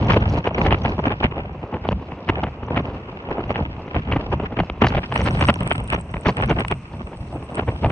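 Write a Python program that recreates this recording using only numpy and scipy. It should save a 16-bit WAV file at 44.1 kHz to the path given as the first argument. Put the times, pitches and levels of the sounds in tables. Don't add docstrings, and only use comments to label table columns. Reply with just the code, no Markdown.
import sys
import numpy as np
from scipy import signal
from scipy.fft import rfft, irfft, next_fast_len
from scipy.io import wavfile
from scipy.ndimage import uniform_filter1d, minimum_filter1d

SR = 44100
rng = np.random.default_rng(int(sys.argv[2]) if len(sys.argv) > 2 else 0)


def log_audio(samples):
    frames = np.atleast_2d(samples).T
    limited = np.clip(frames, -1, 1)
    pcm = np.round(limited * 32767).astype(np.int16)
    wavfile.write(sys.argv[1], SR, pcm)


N = 349095
FFT_SIZE = next_fast_len(N + SR // 2)
BIN_HZ = np.fft.rfftfreq(FFT_SIZE, 1 / SR) + 1
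SPREAD = np.array([[1], [-1]])
THUD_HZ, SCRATCH_HZ, RASP_HZ = 212, 1265, 2980
HISS_DB = -17.5

# crest t/s, tear level/dB, scratch over tear/dB, far port over scratch/dB, length/ms
EDDIES = [(0.058, -27, -24, 9, 16), (0.106, -16.5, -7, 3.5, 19), (0.134, -24.5, -3.5, 1, 24),
          (0.169, -8, -13.5, 1, 7.4), (0.225, -25, -21, 16, 18), (0.264, -32, -11.5, 11.5, 22),
          (0.303, -31.5, -20, 12.5, 19), (0.374, -21, -16, 6.5, 29), (0.451, -25.5, -14.5, 10.5, 15),
          (0.474, -16, -11, -6.5, 19), (0.512, -20.5, -25.5, 16.5, 4.8), (0.552, -23.5, -22, 18.5, 11),
          (0.584, -20.5, -12.5, 2.5, 11), (0.616, -14, -19.5, 11, 5.8), (0.666, -15, -10.5, -1, 19.4),
          (0.724, -17.5, -9.5, 3, 18), (0.746, -21, -8, 9, 5.5), (0.777, -26, -26, 9, 4.2),
          (0.86, -18.5, -10, 4, 18.5), (0.901, -23, -26, 14.5, 57), (0.981, -23.5, -25, 12.5, 6.4),
          (0.995, -15.5, -26, 9.5, 11), (1.042, -28, -10.5, 5, 14), (1.066, -17, -14.5, 7, 21.4),
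          (1.116, -19, -12.5, 4.5, 21), (1.208, -21.5, -18.5, 11.5, 9), (1.244, -12, -12.5, 5, 15.8),
          (1.265, -26, -2, -2, 4.5), (1.319, -30, -12.5, 7, 9.7), (1.382, -23, -17, 8, 22),
          (1.452, -32.5, -33.5, 21, 18), (1.495, -35.5, -30, 17, 14), (1.55, -32, -30.5, 12, 12),
          (1.635, -26, -32.5, 16, 13), (1.747, -21, -15, -14.5, 26), (1.851, -21.5, -12.5, -11.5, 13),
          (1.874, -22.5, -12, 0, 6.1), (1.889, -16.5, -24, -1, 2.2), (1.921, -18.5, -12.5, -13.5, 13),
          (2.121, -28, -14, -6, 14), (2.295, -16.5, -5.5, -10, 12.8), (2.33, -34, -15, 8.5, 50),
          (2.358, -27, -6.5, 4, 4), (2.387, -22, -16, 2, 22.5), (2.439, -21, -18, -8, 17),
          (2.472, -30, -8, -5, 18), (2.632, -30, -13, -8, 12), (2.683, -27.5, -13, -4, 8.1),
          (2.708, -21, -16.5, -5, 6.4), (2.735, -24.5, -24, 12, 26), (2.774, -20, -5, -3, 16.3),
          (2.799, -18.5, -18, 8, 8), (2.855, -31, -16.5, 10, 19), (2.953, -26.5, -16, -7, 5.9),
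          (3.09, -33.5, -27, 15, 26), (3.289, -15, -36, 9, 2.1), (3.312, -19.5, -19, -0.5, 15.6),
          (3.332, -26, -19, 6, 7.9), (3.368, -37, -24, 14, 12), (3.404, -26, -12.5, -1, 12),
          (3.436, -29.5, -26, 25.5, 4.3), (3.458, -39, -18, 14, 3), (3.506, -17.5, -16.5, 5, 15.4),
          (3.564, -29.5, -7.5, 4.5, 35), (3.6, -23.5, -34, 18, 29), (3.656, -30, -24, 21, 7.1),
          (3.742, -49, -9, 13, 39), (3.882, -30, -12.5, -9.5, 7.7), (3.916, -31.5, -17.5, 11.5, 11),
          (3.956, -18.5, -12, 0.5, 18.5), (3.984, -27.5, -9.5, 1.5, 17), (4.092, -27.5, -17, 6, 35),
          (4.127, -18.5, -6, -13, 16), (4.163, -18.5, -10, -18, 12.5), (4.208, -26.5, -20, 8.5, 28),
          (4.33, -15.5, -17.5, 1, 16), (4.401, -20, -22, -1, 6.9), (4.437, -21, -19, -3, 15),
          (4.459, -25, 2, 1, 6.5), (4.527, -28, -13, -11, 18), (4.573, -21.5, -10.5, 0, 8.8),
          (4.598, -19.5, -6.5, -11, 19), (4.635, -16, -21.5, -3, 1.5), (4.699, -27.5, -2.5, -27, 3.1),
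          (4.822, -14, -4.5, 0.5, 9.5), (4.845, -15, -10, -10.5, 20), (4.87, -13.5, 4.5, -15, 2.9),
          (4.917, -27.5, -8, 4, 73), (4.952, -24.5, -9, 5.5, 18), (4.979, -17.5, -8.5, -4.5, 13.5),
          (5.041, -30.5, -3, 1.5, 17), (5.123, -22, -9, -7, 12.4), (5.161, -26, -6, 7, 22),
          (5.205, -21.5, -10.5, -0.5, 30), (5.272, -18.5, -6, -4, 24.7), (5.316, -30, -24, 15.5, 19),
          (5.352, -20, -12.5, 1, 6.8), (5.417, -22, -9.5, 8.5, 35), (5.493, -9.5, -3, -7, 12.5),
          (5.528, -31, -32, 20, 7.1), (5.561, -31, -23, 20, 8.7), (5.616, -25, -10, 2.5, 20),
          (5.665, -27, -13, 7.5, 24), (5.716, -20.5, -6, 6, 12), (5.755, -29, -8, 5, 10),
          (5.795, -26, -29, 19, 21), (5.935, -19.5, -8, 4.5, 25.3), (5.979, -32.5, -14, 7.5, 27),
          (6.141, -27, -5.5, 5, 2), (6.168, -27.5, -13, 6.5, 10), (6.267, -15.5, -6, -4.5, 15),
          (6.293, -13.5, -12.5, -7.5, 17.4), (6.378, -23, -15.5, 9, 7.4), (6.4, -24.5, -11.5, 5, 32),
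          (6.434, -22.5, -6.5, 4.5, 17), (6.509, -15.5, -9.5, -5.5, 23), (6.57, -25.5, -18, 3, 16),
          (6.598, -19, -12.5, 6, 27), (6.651, -20, -13, -7, 2.7), (6.718, -20.5, -9.5, 5, 14.2),
          (6.856, -45, -6, 9, 3.6), (6.936, -38.5, -13, -8, 27), (7.008, -31.5, -26, 18, 15),
          (7.07, -35, -21, 15, 6.4), (7.131, -33, -15, -14, 29), (7.323, -33.5, -29, -5, 22),
          (7.361, -29, -26, 7, 32), (7.425, -31, -21, 0, 7.8), (7.496, -34, -13, 13, 5.8),
          (7.588, -18.5, -10, 2, 16.4), (7.622, -24.5, -16.5, -6, 19), (7.688, -18.5, -13.5, -9, 16),
          (7.72, -26.5, -27.5, 14, 7.2), (7.761, -41, -15, 13.5, 7.2), (7.85, -16, -16, -18, 25.6),
          (7.901, -21, -8, -10, 5)]
# t/s, rush level/dB, rasp level/dB
STREAM = [(0.0, -22.5, -52.5), (0.33, -26.5, -60), (0.42, -38, -67), (0.5, -33.5, -69.5),
          (0.6, -23.5, -59.5), (0.81, -34, -61), (1.36, -36, -71.5), (1.74, -37, -72), (2.05, -37, -65.5),
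          (2.4, -38, -68), (2.56, -38.5, -69), (2.8, -31.5, -67), (3.15, -37.5, -68), (3.28, -29.5, -72),
          (3.46, -32.5, -67.5), (3.86, -36.5, -65.5), (4.1, -35, -67), (4.27, -32.5, -63), (4.4, -36, -72),
          (4.7, -39, -68.5), (5.22, -34.5, -60), (5.34, -29.5, -55), (5.49, -33, -56.5), (6.02, -40.5, -85),
          (6.26, -35, -64), (6.48, -37.5, -65), (6.74, -44.5, -73), (7.08, -41.5, -68.5),
          (7.58, -37.5, -69.5), (7.83, -36, -62), (7.92, -24.5, -70)]
# f/Hz, relative level/dB
WIND_TONE = [(12, -42.5), (20, -22), (49, -3), (69, 1.5), (124, -1), (239, -6.5), (355, -9), (944, -14.5),
             (1480, -25.5), (2940, -29), (5250, -53.5), (5990, -57), (8670, -83.5), (9640, -73.5),
             (11000, -103), (14300, -133), (22000, -120)]


def undb(db):
    return 10 ** (np.asarray(db) / 20)


def along(table):
    times, *columns = np.transpose(table)
    return [np.interp(np.arange(N) / SR, times, column) for column in columns]


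def on_bins(points):
    hz, value = np.transpose(points)
    return np.interp(np.log(BIN_HZ), np.log(hz), value)


def slope(hz, order):
    return -10 * np.log10(1 + (hz / BIN_HZ) ** (2. * order))


def colour(x, db, phase=None):
    if phase is None:
        cepstrum = irfft(db * np.log(10) / 20, FFT_SIZE)
        cepstrum[1:FFT_SIZE // 2] *= 2
        cepstrum[FFT_SIZE // 2 + 1:] = 0
        phase = rfft(cepstrum).imag
    gain = undb(db)
    response = np.exp(1j * phase) * gain / np.sqrt(np.mean(gain ** 2))
    return irfft(rfft(x, FFT_SIZE) * response, FFT_SIZE)[:N]


def flicker(rate, depth_db):
    hold = max(int(SR / rate), 1)
    walk = uniform_filter1d(np.repeat(rng.standard_normal(N // hold + 1), hold), hold)[:N]
    gain = undb(depth_db * walk / walk.std())
    return gain / np.sqrt(np.mean(gain ** 2))


def bursts(crest_s, crest_db, length_ms):
    power = np.zeros(N)
    half_widths = np.full(len(crest_s), np.clip(length_ms, .5, 60) / 2000 * SR)
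    for centre, db, half in zip(crest_s * SR, crest_db, half_widths):
        i = np.arange(max(int(centre - 5 * half), 0), min(int(centre + 5 * half), N))
        power[i] += undb(db) ** 2 * np.exp(-((i - centre) / half) ** 2)
    return power


def jerks(stream_gain, burst_power, grain, even_ms=18):
    noise = rng.standard_normal(N)
    torn = grain * noise
    torn /= np.sqrt(uniform_filter1d(torn ** 2, size=int(even_ms / 1000 * SR)) + 1e-6)
    power = stream_gain ** 2 * grain * noise ** 2 + burst_power * torn ** 2
    return np.sqrt(power) * np.sign(noise)


def sea():
    # f/Hz, relative level/dB
    tone = [(120, -31), (200, 2.5), (430, -8.5), (759, -36), (926, 3), (1610, -16), (2710, -9), (3600, -35),
            (4700, -38.5), (5740, -35.5), (7110, -42), (7800, -43), (10100, -65.5), (17200, -120)]
    roar = on_bins(tone)
    mid = colour(flicker(13, 2.3) * rng.standard_normal(N), roar + slope(1100, order=4), phase=0)
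    side = colour(flicker(3, 1.5) * rng.standard_normal(N), roar + slope(1000, order=6), phase=0)
    return undb(-51.5) * (mid + undb(-5) * side * SPREAD)


def spray(from_s=4.9, fade_s=.5, level_db=-65.5):
    # f/Hz, relative level/dB
    tone = [(20, -120), (1940, -36), (3300, -1), (4170, -2), (4990, -9), (5560, 3), (7180, -10), (7900, -5),
            (8600, -29), (20000, -120)]
    fade_in = np.clip((np.arange(N) / SR - from_s) / fade_s, 0, 1)
    hiss = [colour(flicker(20, 1.5) * rng.standard_normal(N), on_bins(tone), phase=0) for ear in range(2)]
    return undb(level_db) * fade_in * np.array(hiss)


def ticks(faint_count=30, shower_s=(5.14, 6.0)):
    # t/s, level/dB
    loud_ticks = [(5.1577, -40.5), (5.231, -45), (5.243, -39), (5.334, -50), (5.414, -47), (5.447, -48.5),
                  (5.4613, -42), (5.47, -40), (5.478, -41), (5.486, -37.5), (5.5412, -35.5), (5.632, -42),
                  (5.6753, -34.5), (5.7, -45.5), (5.729, -38.5), (5.7585, -43.5), (5.781, -44.5),
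                  (5.8036, -45), (5.8396, -45.5), (5.877, -42), (5.9024, -32.5), (5.928, -42.5),
                  (6.0112, -43), (6.114, -51), (6.2114, -46.5), (6.3697, -41), (6.4208, -45.5),
                  (6.46, -42.5), (6.598, -43.5), (6.607, -42.5), (6.6828, -32.5), (6.714, -44.5),
                  (7.069, -55), (7.5465, -40.5), (7.555, -36.5)]
    times, db = np.transpose(loud_ticks)
    times = np.append(times, rng.uniform(*shower_s, faint_count))
    db = np.append(db, rng.normal(-53, 5, faint_count))
    return bursts(times, db, length_ms=2.63)


def top_band(tick_power, pan_db=-2):
    # t/s, level/dB
    hiss_levels = [(4.7, -93), (4.81, -80), (5.1, -69), (5.2, -60), (5.46, -58), (5.58, -74), (5.7, -53),
                   (5.81, -65.5), (5.97, -65), (6.83, -68), (7.92, -63.5)]
    # f/Hz, relative level/dB
    tone = [(7900, -23), (8020, 4), (8300, 3), (8700, -6), (9100, -3), (9900, -11), (10600, -25),
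            (11200, -37.5)]
    # f/Hz, phase lead/rad
    left_lead = [(8000, -0.51), (8700, -1.3), (9500, -1.4), (10800, 0.)]
    fade_in = np.clip((np.arange(N) / SR - hiss_levels[0][0]) / .1, 0, 1)
    hiss_gain = fade_in * undb(along(hiss_levels)[0]) * flicker(44, 3.2)
    drive = jerks(hiss_gain, tick_power, grain=flicker(440, 1.3))
    band, lead = on_bins(tone), on_bins(left_lead)
    return np.array([undb(ear * pan_db / 2) * colour(drive, band, ear * lead / 2) for ear in (1, -1)])


def spits(scatter_s=.03):
    # t/s, level/dB
    hits = [(0.0478, -56), (0.071, -48.5), (0.1024, -50), (0.2079, -55), (0.2964, -46), (0.4449, -55),
            (0.5476, -47.5), (0.621, -50), (0.6697, -50.5), (0.8061, -60), (0.838, -47.5), (1.063, -56),
            (1.237, -50), (2.297, -47), (2.6658, -62), (2.86, -63), (3.225, -68), (3.4845, -61),
            (3.5814, -54.5), (4.1195, -65), (4.3086, -64), (4.5999, -60), (4.8175, -44), (5.1003, -60),
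            (5.1786, -42), (5.216, -42), (5.3113, -45), (5.4085, -41), (5.446, -41), (5.4763, -42),
            (5.5308, -60), (5.6311, -60), (5.7793, -57), (5.9279, -51), (5.9489, -47), (6.1085, -58),
            (6.2367, -58), (6.2657, -46), (6.3659, -61), (6.4178, -60), (6.4794, -52), (6.4971, -48),
            (6.6044, -55), (6.7145, -50)]
    # f/Hz, relative level/dB
    cavity = [(5000, -31.5), (5550, -3), (5900, -4.5), (6250, -8.5), (7000, -23.5)]
    times, db = np.transpose(hits)
    crest_s = np.transpose(EDDIES)[0]
    shift, size = rng.standard_normal((len(crest_s), 2)).T
    _, stream_rasp_db = along(STREAM)
    faint_db = stream_rasp_db[(crest_s * SR).astype(int)] - 4 + 5 * size
    times = np.append(times, crest_s + scatter_s * shift)
    db = np.append(db, faint_db)
    drive = jerks(0, bursts(times, db, length_ms=4.5), grain=1)
    return colour(drive, on_bins([(20, -120)] + cavity + [(11000, -120)]), phase=0)


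def thumps(rise_s=.0029):
    # t/s, level/dB
    slaps = [(0.164, -14), (0.723, -18), (0.993, -20), (4.8166, 2.5), (5.491, -7), (6.261, -15)]
    # f/Hz, level/dB, t60/s
    modes = [(220.4, -0.5, 0.073), (416, -3.5, 0.062)]
    t = np.arange(SR // 8) / SR
    ring = sum(undb(db) * np.sin(2 * np.pi * hz * t) * np.exp(-np.log(1000) * t / t60)
               for hz, db, t60 in modes)
    ring *= (1 - np.exp(-t / rise_s)) ** 2
    track = np.zeros(N + SR)
    for at_s, db in slaps:
        start = int(at_s * SR)
        track[start:start + len(t)] += undb(db) * ring
    return track[:N]


def snaps(snap_ms=1.35, tilt_db_per_octave=2):
    # t/s, level/dB
    loud_snaps = [(0.099, -12.5), (0.12, -16.5), (0.135, -12), (0.144, -17), (0.169, -16.5), (0.45, -21),
                  (0.473, -13), (0.583, -15), (0.668, -13), (0.708, -13), (0.716, -17.5), (0.725, -7.5),
                  (0.745, -24.5), (0.85, -16.5), (1.064, -19), (1.118, -21.5), (1.2325, -14), (1.237, -23),
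                  (1.247, -17.5), (1.889, -14.5), (2.2897, -9.5), (2.2989, -11), (2.436, -13.5),
                  (2.44, -14.5), (2.7636, -14), (3.558, -11.5), (3.95, -36), (4.124, -12), (4.3994, -25),
                  (4.6015, -9.5), (4.6992, -17), (4.82, -8.5), (4.845, -7.5), (4.873, -21), (4.949, -14),
                  (4.953, -15), (4.984, -13), (5.1239, -12.5), (5.161, -9), (5.41, -14.5), (5.413, -16),
                  (5.425, -16), (5.4295, -16), (5.439, -16), (5.4469, -17.5), (5.4974, -7.5),
                  (5.7146, -10.5), (5.932, -12.5), (6.144, -20), (6.168, -21), (6.268, -12), (6.293, -8.5),
                  (6.3787, -20.5), (6.4008, -15.5), (6.5025, -12), (6.649, -16.5), (6.714, -11),
                  (7.846, -15)]
    crest_s, tear_db, *_, eddy_ms = np.transpose(EDDIES)
    times, db = np.transpose(loud_snaps)
    times = np.append(times, crest_s - .35 * eddy_ms / 1000)
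    db = np.append(db, tear_db - 18)
    drive = jerks(0, bursts(times, db, snap_ms), grain=flicker(1500, 5.5), even_ms=snap_ms)
    tone = on_bins(WIND_TONE) + tilt_db_per_octave * np.log2(BIN_HZ)
    return colour(drive, tone + slope(564, order=3) + slope(3500, order=-3))


def rumble(thud_lag_s=.0047, even_s=.06):
    # t/s, level/dB
    levels = [(0.0, -17.5), (0.04, -15.5), (0.4, -19.5), (0.44, -28.5), (0.75, -19), (0.77, -34),
              (0.86, -20), (0.95, -29.5), (1.12, -23), (1.19, -35.5), (1.25, -22), (1.3, -29.5),
              (1.68, -36.5), (1.96, -25.5), (2.05, -40), (2.12, -34.5), (2.25, -41.5), (2.29, -26.5),
              (2.47, -26), (2.56, -38), (2.78, -23.5), (3.06, -37), (3.57, -27), (3.92, -35.5),
              (3.97, -15.5), (4.03, -34), (4.14, -20.5), (4.27, -32), (4.34, -22), (4.56, -37.5),
              (4.61, -16.5), (4.67, -38.5), (4.72, -23.5), (4.76, -41), (4.82, -26), (4.855, -18),
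              (4.89, -27.5), (4.98, -19.5), (5.05, -36.5), (5.22, -20), (5.5, -20), (5.55, -24),
              (5.74, -29), (5.79, -23), (5.89, -32.5), (5.95, -20.5), (6.06, -36), (6.17, -26),
              (6.22, -39.5), (6.28, -20), (6.35, -37), (6.39, -22.5), (6.47, -19), (6.68, -31.5),
              (6.74, -27), (6.79, -35), (6.97, -33), (7.14, -39), (7.34, -26.5), (7.47, -40), (7.69, -22.5),
              (7.76, -29.5), (7.81, -34), (7.85, -11.5), (7.92, -34)]
    crest_s, tear_db, *_, eddy_ms = np.transpose(EDDIES)
    thud_db = -26 + .82 * (tear_db + 20)
    power = (undb(along(levels)[0]) * flicker(12, 2.2)) ** 2
    power += bursts(crest_s + thud_lag_s, thud_db, .9 * eddy_ms)
    heave = colour(rng.standard_normal(N), on_bins(WIND_TONE) + slope(THUD_HZ, order=-3))
    heave /= (uniform_filter1d(heave ** 2, size=int(even_s * SR)) + 1e-6) ** .25
    low_pass = signal.butter(2, 1.6 * THUD_HZ, fs=SR, output="sos")
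    return signal.sosfilt(low_pass, heave / heave.std() * np.sqrt(power))


def near_rasp(eddy_rasp_db, tick_power, linger_ms=2.6, high_rasp_hz=4330):
    # crest t/s, level/dB, length/ms
    surges = [(0.04, -51, 47), (0.12, -47, 64), (0.175, -45, 17), (0.21, -58, 29), (0.27, -55, 26),
              (0.3, -48, 25), (0.33, -48, 34), (0.38, -48, 15), (0.46, -47, 17), (0.556, -52, 19),
              (0.62, -53, 46), (0.75, -64, 20), (0.81, -69, 22), (0.855, -56, 20), (0.899, -54, 24),
              (1.07, -50.5, 25), (3.51, -53, 30), (3.655, -52, 15), (4.15, -59, 27), (4.334, -49, 22),
              (4.9, -51, 48), (4.96, -44, 18), (5.19, -44.5, 28), (5.24, -45, 45), (5.35, -52, 24),
              (5.42, -41, 31), (5.94, -47, 26), (6.29, -42, 27), (6.4, -67, 50), (6.5, -39, 14)]
    crest_s, *_, eddy_ms = np.transpose(EDDIES)
    _, stream_rasp_db = along(STREAM)
    power = bursts(crest_s, eddy_rasp_db, .94 * eddy_ms + linger_ms) + tick_power * undb(-13.5) ** 2
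    rasp = jerks(undb(stream_rasp_db) * flicker(21, 3.3), power, grain=flicker(300, 5.5))
    surge = jerks(0, bursts(*np.transpose(surges)), grain=flicker(130, 3) * flicker(300, 2.4))
    high_rasp = (rasp + undb(4.5) * surge) * flicker(40, 3.6) * undb(-2.5)
    low_rasp = rasp * flicker(27, 2.3)
    tone = on_bins(WIND_TONE)
    return (colour(low_rasp, tone + slope(RASP_HZ, order=6) + slope(high_rasp_hz, order=-6))
            + colour(high_rasp, tone + slope(high_rasp_hz, order=8))
            + colour(surge, .4 * tone + slope(RASP_HZ, order=8) + slope(5340, order=-10)))


def far_port(eddy_scratch_db, eddy_rasp_db, tick_power, apart_db=10.5):
    # f/Hz, relative level/dB
    spread_tone = [(290, -80), (500, -60.5), (607, -51), (737, -29), (942, -9), (1220, 4.5), (1970, -4),
                   (2520, 1.5), (3060, -1), (3910, -12), (5330, -11.5), (5910, -21), (11000, -73.5),
                   (14300, -108), (22000, -120)]
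    crest_s, _, _, far_db, eddy_ms = np.transpose(EDDIES)
    rush_db, stream_rasp_db = along(STREAM)
    knocks = tick_power * undb(11) ** 2
    whirls = flicker(51, 2.8) * flicker(220, 10.7)
    scratch_power = bursts(crest_s, eddy_scratch_db + far_db, 1.58 * eddy_ms) + knocks
    scratch = jerks(undb(rush_db + HISS_DB + apart_db) * flicker(18, 3), scratch_power, whirls)
    rasp_power = bursts(crest_s, eddy_rasp_db + far_db / 2, .85 * eddy_ms) + knocks * undb(-22) ** 2
    rasp = jerks(undb(stream_rasp_db + apart_db / 2) * flicker(25, 3), rasp_power, whirls)
    tone = on_bins(spread_tone)
    return (colour(scratch, tone + slope(RASP_HZ, order=-4))
            + undb(8) * colour(rasp, tone + slope(RASP_HZ, order=6)))


def wind(tick_power):
    crest_s, tear_db, scratchiness_db, _, eddy_ms = np.transpose(EDDIES)
    rush_db, stream_rasp_db = along(STREAM)
    scratch_db = tear_db + scratchiness_db
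    rasp_db = scratch_db - 24.5 - .13 * (scratchiness_db + 12)
    rasp_db += .62 * (stream_rasp_db[(crest_s * SR).astype(int)] + 65)
    rasp_db += rng.standard_normal(len(crest_s))
    gusts = flicker(22, 2.33)
    whirls = flicker(90, 2.5) * flicker(250, 4.2)
    bass = rumble()
    tear = jerks(undb(rush_db) * gusts, bursts(crest_s, tear_db, 1.06 * eddy_ms), whirls)
    scratch_power = bursts(crest_s, scratch_db, 1.15 * eddy_ms)
    scratch = jerks(undb(rush_db + HISS_DB) * np.sqrt(gusts), scratch_power, whirls * flicker(400, 5))
    tone = on_bins(WIND_TONE)
    tear = colour(tear, tone + slope(THUD_HZ, order=3) + slope(SCRATCH_HZ, order=-4))
    scratch = colour(scratch, tone + slope(SCRATCH_HZ, order=4) + slope(RASP_HZ, order=-4))
    rasp = near_rasp(rasp_db, tick_power)
    side = far_port(scratch_db, rasp_db, tick_power)
    treble = scratch + rasp + snaps()
    side += .5 * colour(treble, slope(SCRATCH_HZ, order=4), phase=np.pi / 2)
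    return bass + tear + treble + side * SPREAD


def scene():
    tick_power = ticks()
    return wind(tick_power) + thumps() + spits() + sea() + spray() + top_band(tick_power)


def record(dry):
    top_hz, ceiling, window_samples = 11200, .9, 257
    high_cut = signal.ellip(10, .2, 50, top_hz, fs=SR, output="sos")
    cut = signal.sosfilt(high_cut, dry)
    duck = ceiling / np.maximum(np.abs(cut).max(axis=0), ceiling)
    gain = uniform_filter1d(minimum_filter1d(duck, size=window_samples), size=window_samples)
    return signal.sosfilt(high_cut, cut * gain)


dry = scene()
out = record(dry)
log_audio(out)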